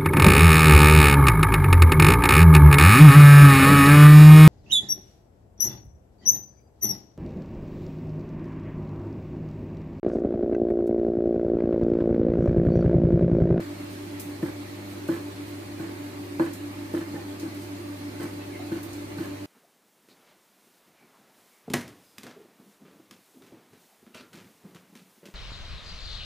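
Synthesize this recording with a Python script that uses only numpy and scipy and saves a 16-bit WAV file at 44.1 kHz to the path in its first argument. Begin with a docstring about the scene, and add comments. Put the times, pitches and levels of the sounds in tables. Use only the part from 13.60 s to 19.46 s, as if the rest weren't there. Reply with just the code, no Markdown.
"""Chopping cooked meat on a wooden board

In a small kitchen a knife squelches through meat and knocks on a board, a sum of decaying modes.
Tearing fibres and the dragging edge are showers of tiny filtered snaps; wet meat smacks in noise bursts.
Faint short gliding tones are the blade ringing near 1770 Hz, and squeaks.
Behind it an appliance runs steadily: wavering hum tones, and uneven fan noise shaped by resonances.
"""
import sys
import numpy as np
from scipy import signal
from scipy.fft import rfft, irfft
from scipy.io import wavfile
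from scipy.ndimage import uniform_filter1d

SR = 44100
rng = np.random.default_rng(int(sys.argv[2]) if len(sys.argv) > 2 else 0)


def store_pcm(level_fs):
    """Save levels as 16-bit WAV."""
    pcm = np.round(np.clip(level_fs, -1, 1) * 32767).astype(np.int16)
    wavfile.write(sys.argv[1], SR, np.atleast_2d(pcm).T)


N = 258426  # length [samples]

# Levels are relative: later gains and the echoes shift most of them.
# Strokes: (time [s], clack level [dB], boom level [dB], thud level [dB], ring length [factor],
# hardness [dB per octave], heel delay [s], extra heel boom [dB], push length [s], pressure [dB])
STROKES = [(-.075, -36, -26, -28, 0.64, 0, .03, -8, .075, 2),
           (0.8265, -35, -14, -13, 0.35, -7, 0.026, -6, .058, -1),
           (1.486, -28, -16.5, -25, .95, -3, 0.03, -7, .086, -0.5),
           (2.196, -38.5, -20.5, -19, 0.27, 6, 0.034, -3, .09, -6.5),
           (2.796, -22.5, -13.5, -21.5, 0.94, -1.5, .021, -4, .076, 0),
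           (3.3372, -32.5, -15, -26, 0.39, -6, .0265, 5.5, .074, 0.5),
           (3.536, -41.5, -25, -24.5, 0.37, -12.5, 0.019, -17, .035, -8),
           (3.829, -39.5, -22.5, -37, 0.47, -6, 0.022, -3, .035, -16),
           (4.597, -39, -32, -32, 0.61, 3, .035, -5, .055, 1),
           (5.116, -34.5, -19.5, -23.5, 0.68, -1, 0.039, -4, .065, -3),
           (5.582, -37, -33, -24.5, .57, 7, 0.016, 3.5, .086, -1.5)]
# Heel of the blade following the edge, before the stroke's extra boom: (clack level [dB],
# boom level [dB], thud level [dB], ring length [factor], hardness [dB per octave])
HEEL = (-42, -27, -34, 0.94, 4)
# Blade settling as the push ends, before the stroke's pressure: (clack level [dB],
# boom level [dB], thud level [dB], ring length [factor], hardness [dB per octave])
SETTLE = (-37.5, -26.5, -29, 0.35, 2)
# Upper modes of the board on the worktop, t60 before the ring length factor:
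# (frequency [Hz], level [dB], t60 [s], build-up [s])
BOOM_MODES = [(257, -7, 0.13, 0.0046), (313.5, -6, 0.14, 0.0026), (333.6, -1, 0.27, 0.0057),
              (337, -28, 0.073, 0.0065)]
# Lower modes of the same: (frequency [Hz], level [dB], t60 [s], build-up [s])
THUD_MODES = [(133, -5.5, 0.13, 0.0037), (171.6, -6.5, 0.21, 0.013), (203, -14, 0.18, 0.0022)]
# Short modes of the wood, before hardness: (frequency [Hz], level [dB], t60 [s])
WOOD_MODES = [(413, -0.5, 0.039), (525, 2.5, 0.052), (594, -7, 0.055), (676, -1.5, 0.029), (797, -4, 0.044),
              (888, -4.5, 0.054), (1023, -8, 0.082), (1133, 0.5, 0.032), (1290, -11, 0.036),
              (1498, -1.5, 0.045), (1694, -4.5, .045), (2060, -33, 0.022), (2340, -11, 0.041),
              (2700, -16.5, .03), (4200, -14, 0.028)]
# Drag of the edge on the wood, before pressure: (attack [s], release [s], level [dB])
SCRAPE = (.012, 0.015, -45.5)
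# Tearing of the meat, before pressure: (attack [s], release [s], level [dB])
SQUELCH = (0.0085, 0.021, -53.5)
# Dense modes of the wood under a dragging edge: (frequency [Hz], level [dB])
SCRAPE_SPECTRUM = [(40, -64), (200, -8), (430, 6), (560, 2.5), (720, -6.5), (1100, 2), (1350, -3.5),
                   (1750, 1), (2300, -9), (3200, -12.5), (6000, -23.5), (15000, -43)]
# Spectrum of the wet snaps: (frequency [Hz], level [dB])
FIZZ_SPECTRUM = [(1500, -31), (3000, 2), (4500, 3.5), (7000, 0), (9000, 3), (11000, -1), (12500, 2.5),
                 (15500, 0)]
# Fingers shifting the meat between strokes: (time [s], level [dB])
NUDGES = [(.325, -54.5), (1.317, -54), (1.885, -55), (4.03, -53)]
# Wet meat parting from steel or fingers: (time [s], level [dB], centre frequency [Hz])
SMACKS = [(0.5959, -31.5, 10800), (.603, -37, 12000), (1.478, -44, 9000), (2.932, -37, 9500),
          (3.796, -38.5, 5860), (3.944, -43.5, 13000), (4.628, -41, 8000), (5.229, -36.5, 12700),
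          (5.33, -40.5, 6000)]
# Faint short tones, the blade ringing near 1770 Hz, and squeaks:
# (time [s], length [s], start frequency [Hz], end frequency [Hz], level [dB])
SHORT_TONES = [(0.821, 0.017, 1750, 1770, -40), (3.547, .029, 1777, 1770, -43),
               (3.556, 0.053, 830, 794, -42), (4.797, 0.039, 2480, 2670, -47),
               (4.912, 0.073, 2300, 2004, -44.5), (4.992, 0.016, 695, 716, -35),
               (5.063, 0.014, 735, 720, -41), (5.29, 0.066, 4250, 4080, -57)]
# Mains hum and fan tones, rms before the waver:
# (frequency [Hz], rms level [dB], phase between the ears [rad], waver [share of the tone])
HUM_TONES = [(100.6, -44.5, 0.22, .03), (199, -60, 0.18, 0.88), (287.9, -45.5, 0.12, 0.63),
             (294.3, -42.5, 0.29, 0.047), (389.8, -53.5, 0.47, 0.19), (390.8, -63, 0.5, 0.13),
             (579.5, -54.5, 2.44, 0.36), (592.3, -59.5, 1.26, 0.54), (601.7, -58.5, 1.3, 0.34),
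             (703, -75, 0.43, .2), (863, -69.5, .4, 0.24), (881.5, -61, 1.77, 0.53), (3350, -69, 1.4, 0.34)]
# Rush of air from the fan: (frequency [Hz], relative spectral level [dB])
AIR_SPECTRUM = [(20, -26), (45, -5), (65, -3), (130, 1.5), (400, 0), (650, -5), (1150, -3), (1400, -7),
                (2200, -5), (3500, -14), (7000, -17), (11000, -19.5), (13000, -18.5), (15500, -22.5)]
# Resonances that the air excites: (frequency [Hz], width [Hz], level above the rush [dB])
DUCT_RESONANCES = [(177, 12, 6), (209, 34, 5.5), (260, 18, 10), (293, 27, 10.5), (341.2, 31, 15.5),
                   (483, 130, 2), (4230, 740, 5.5), (9000, 550, 4), (12100, 300, 3.5)]
# Likeness of the air in the two ears: (frequency [Hz], left-right correlation [-1 to 1])
EAR_CORRELATION = [(50, 0.63), (180, 1), (280, 0.84), (350, 0.64), (430, -0.022), (560, 0.31), (720, 0.94),
                   (950, -0.21), (2000, -0.016), (15000, -0.039)]
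# Balance of the air: (frequency [Hz], left minus right [dB])
EAR_BALANCE = [(300, -1.5), (1000, -1.5), (3000, -1.2), (7000, -3), (10000, 0), (15000, 0)]
# Unevenness of the hiss: (frequency [Hz], depth [dB])
UNEVEN_DEPTH = [(400, -0.2), (1000, 1.5), (2200, 2), (4000, 2), (14000, 2)]
# Decay of the room: (frequency [Hz], t60 [s])
ROOM_DECAY = [(150, 0.38), (500, 0.27), (1500, 0.29), (5000, 0.46), (14000, 0.12)]

MEAT_LEAD_S = 0.012  # the edge enters the meat before it reaches the wood
SCRAPE_PER_S, SQUELCH_PER_S, SNAP_SPREAD_DB = 380, 1500, 2.5  # mean snap rates, size spread
NUDGE_HALF_S = .032


def knocks():
    """Impact excitation: each landing gives a woody clack and sets the modes of the board booming."""
    low, clack = np.zeros(N), np.zeros((2, N))
    for s, clack_db, boom_db, thud_db, length, hardness in contacts():
        boom = amp(boom_db) * ring(BOOM_MODES, length, bloom_s=0.01527)
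        thud = amp(thud_db) * ring(THUD_MODES, length, bloom_s=0.0082)
        add(low, s, boom + thud)
        add(clack, s, amp(clack_db - 3) * whack(hardness, clack_db))
    board = kitchen(low, early_db=-22, tail_db=-20, early_s=.012)
    board += kitchen(clack, early_db=-3.5, tail_db=-3.0, early_s=0.0047) * amp([[-.7], [.7]])
    # a board this small radiates almost no deep bass
    return signal.sosfilt(signal.butter(3, 105, "highpass", fs=SR, output="sos"), board)


def contacts():
    """Successive impacts: the edge lands, the heel follows, the blade settles as the push ends."""
    for s, *edge, heel_s, rock_db, push_s, press_db in STROKES:
        yield s, *edge
        clack_db, boom_db, thud_db, length, hardness = HEEL
        yield s + heel_s, clack_db, boom_db + rock_db, thud_db, length, hardness
        clack_db, boom_db, thud_db, length, hardness = SETTLE
        yield s + push_s, clack_db + press_db, boom_db + press_db, thud_db + press_db, length, hardness


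def ring(modes, length, bloom_s):
    """Modal build-up and damping: modes swell as the blow spreads into the worktop, then die away."""
    t = np.arange(SR // 2) / SR
    sound = 0
    for hz, db, t60, rise_s in modes:
        # a pressed blade shortens the decay
        decay = amp(db - 60 * t / (t60 * max(length, .1)))
        swell = 1 - np.exp(-t / rise_s)
        # the modes fall into step at bloom_s
        sound = sound + decay * swell * np.cos(2 * np.pi * hz * (t - bloom_s))
    return sound


def whack(hardness, blow_db):
    """Contact time: meat cushions a light blow, so the short wood modes start more slowly."""
    t = np.arange(SR // 5) / SR
    hz, db, t60 = np.transpose(WOOD_MODES)[:, :, None]
    # phases depend on where the edge lands and, more so at high frequency, on the ear
    landing = 0.35 * rng.random((len(hz), 1))
    ear = np.minimum(hz / 1500, 1) * rng.random((2, len(hz), 1))
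    level = amp(db + hardness * np.log2(hz / 1000) - 60 * t / t60)
    modes = level * np.sin(2 * np.pi * (hz * t + landing + ear))
    contact_s = .0007 * amp(-.7 * (blow_db + 23))
    return modes.sum(1) * (1 - np.exp(-t / contact_s))


def cuts():
    """Fracture and friction: fibres tear in wet snaps, the edge drags on wood, shifted meat fizzes."""
    t = np.arange(N) / SR
    nudges = sum(amp(db) * np.exp(-((t - s) / NUDGE_HALF_S) ** 2) for s, db in NUDGES)
    tearing = drag(t + MEAT_LEAD_S, *SQUELCH)
    wet = (tearing + nudges) * snaps(FIZZ_SPECTRUM, SQUELCH_PER_S)
    scrape = drag(t, *SCRAPE) * snaps(SCRAPE_SPECTRUM, SCRAPE_PER_S)
    return kitchen(wet + scrape, early_db=0.5, tail_db=-4, early_s=0.004) * amp([[-3], [-1.5]])


def drag(t, attack_s, release_s, db):
    """Friction under load: the hand bears down, holds for the length of the push, and lets go."""
    envelope = 0
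    for s, *_, push_s, press_db in STROKES:
        attack = np.clip((t - s) / attack_s, 0, 1)
        release = np.exp(-np.maximum(t - s - push_s, 0) / release_s)
        envelope = envelope + amp(db + press_db) * attack * release
    return envelope


def snaps(spectrum, per_s):
    """Shot noise: a random train of tiny snaps of uneven size, coloured and scaled to rms 1."""
    sizes = amp(SNAP_SPREAD_DB * np.minimum(rng.exponential(1, N), 3)) * rng.choice([-1, 1], N)
    train = (rng.random(N) < per_s / SR) * sizes
    return unit(signal.oaconvolve(train, click(lambda hz: read(spectrum, hz)))[:N])


def smacks():
    """Film rupture: a film of juice snaps in a few milliseconds of bright crackle with a room wash."""
    out, t = np.zeros((2, N)), np.arange(SR // 4) / SR
    parting = 1 - np.exp(-(t / .0025) ** 2)
    # the crackle dies quickly, the wash slowly
    shape = parting * (np.exp(-t / 0.0063) + amp(-5.0) * np.exp(-t / 0.049))
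    for s, db, centre_hz in SMACKS:
        colour = click(lambda hz: -10 * np.log10(1 + (hz / centre_hz - centre_hz / (hz + 50)) ** 2))
        colour = colour / np.linalg.norm(colour)
        burst = shape * rng.standard_normal((2, len(t)))
        add(out, s - .001, amp(db - 4) * signal.fftconvolve(burst, colour[None], axes=1))
    return out * amp([[-1.3], [1.2]])


def short_tones():
    """Frequency modulation: blade rings and squeaks as brief gliding sines, rough in pitch and level."""
    out, wobble, roughness = np.zeros(N), drift(400), 1 + .3 * drift(250)
    for s, length_s, start_hz, end_hz, db in SHORT_TONES:
        size, first = int(length_s * SR), int(s * SR)
        hz = np.linspace(start_hz, end_hz, size) * (1 + .025 * wobble[first:][:size])
        envelope = signal.windows.tukey(size, .7) * roughness[first:][:size]
        add(out, s, amp(db - 4.0) * envelope * np.sin(2 * np.pi * np.cumsum(hz) / SR))
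    return kitchen(out, early_db=-6, tail_db=-2, early_s=.008)


def hum():
    """Interaural phase: steady motor tones waver and reach each ear in their own phase."""
    t, out = np.arange(N) / SR, 0
    for hz, db, apart, waver in HUM_TONES:
        # a complex waver moves both level and phase
        wander = 1 + waver * (drift(2.55) + 1j * drift(2.7)) / np.sqrt(2)
        tone = wander * np.exp(2j * np.pi * (hz * t + rng.random()))
        ears = np.exp(.5j * apart * np.array([[-1], [1]]))
        out = out + np.sqrt(2) * amp(db) * (tone * ears).real
    return out


def air():
    """Resonant filtering of fan noise, with a correlation between the ears that varies with frequency."""
    hz = np.fft.rfftfreq(N, 1 / SR)
    left, other = rfft(rng.standard_normal((2, N)))
    alike = np.clip(read(EAR_CORRELATION, hz), -1, 1)
    ears = np.array([left, alike * left + np.sqrt(1 - alike ** 2) * other])
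    peaks = 0  # extra power at the resonances
    for f, width, db in DUCT_RESONANCES:
        peaks = peaks + (amp(db) ** 2 - 1) / (1 + ((hz - f) / (width / np.sqrt(2))) ** 2) ** 2
    ears = ears * amp(read(AIR_SPECTRUM, hz)) * np.sqrt(abs(1 + peaks))
    ears *= amp(read(EAR_BALANCE, hz) * np.array([[.5], [-.5]]))
    return irfft(ears, N) * amp(-32.5 + 0.19 * drift(22))


def uneven_hiss(x):
    """Uneven hiss: patches of the spectrum rise and fall at random for a few hundredths of a second."""
    hz, _, z = signal.stft(x, SR, nperseg=1024, noverlap=768)
    patches = uniform_filter1d(rng.standard_normal(z.shape[1:]), size=4, axis=0)
    patches = unit(uniform_filter1d(patches, size=7, axis=1))
    gain = amp(read(UNEVEN_DEPTH, hz)[:, None] * patches)
    gain = gain / np.sqrt((gain ** 2).mean(1, keepdims=True))  # keeps the mean power gain at 1
    return signal.istft(z * gain, SR, nperseg=1024, noverlap=768)[1][:, :N]


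def kitchen(x, early_db, tail_db, early_s):
    """Room reflection: direct sound, echoes from worktop and sink, and a tail, separate for each ear."""
    t = np.arange(SR // 2) / SR
    near, far = rng.standard_normal((2, 2, len(t)))
    near *= (rng.random(near.shape) < .15) * np.exp(-t / early_s) * (t > .0007)
    # the tail grows in, then each band decays at its own rate
    hz, when, z = signal.stft(far * (1 - np.exp(-t / 0.0073)), SR, nperseg=256)
    z = z * amp(-60 * when / read(ROOM_DECAY, hz)[:, None])
    far = signal.istft(z, SR, nperseg=256)[1][:, :len(t)]
    echoes = (amp(early_db) * unit(near) + amp(tail_db) * unit(far)) / np.sqrt(len(t))
    return x + signal.fftconvolve(np.atleast_2d(x), echoes, axes=1)[:, :N]


def click(colour, size=2048):
    """Minimum phase: a causal click whose spectrum in dB is colour(Hz)."""
    log_gain = np.log(amp(colour(abs(np.fft.fftfreq(size, 1 / SR)))))
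    return np.fft.ifft(np.exp(np.conj(signal.hilbert(log_gain)))).real


def drift(hz):
    """Band-limited chance: Gaussian-filtered noise of rms 1, up to about hz."""
    low_pass = np.exp(-(np.fft.rfftfreq(N, 1 / SR) / hz) ** 2)
    return unit(irfft(rfft(rng.standard_normal(N)) * low_pass, N))


def amp(db):
    """Logarithmic level: decibels to amplitude gain."""
    return 10 ** (np.asarray(db) / 20)


def unit(x):
    """Effective value: scales a signal to rms 1."""
    return x / np.sqrt(np.mean(x ** 2) + 1e-20)


def read(points, hz):
    """Logarithmic pitch: interpolates a spectrum on a log-frequency axis."""
    f, value = np.transpose(points)
    return np.interp(np.log(hz + 1), np.log(f + 1), value)


def add(mix, s, sound):
    """Superposition: adds a sound to the mix at time s, cut at both ends of the mix."""
    first = round(s * SR)
    sound = sound[..., max(-first, 0):]
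    part = mix[..., max(first, 0):][..., :sound.shape[-1]]
    part += sound[..., :part.shape[-1]]


def scene():
    """Superposition: knife work over the hum and air of the kitchen."""
    return knocks() + cuts() + smacks() + short_tones() + hum() + uneven_hiss(air())


def record(dry):
    """Band limitation: a linear-phase low-pass at 15.5 kHz."""
    low_pass = signal.firwin(701, 15500, window=("kaiser", 9), fs=SR)
    return signal.oaconvolve(dry, low_pass[None], "same")


dry = scene()
out = record(dry)
store_pcm(out)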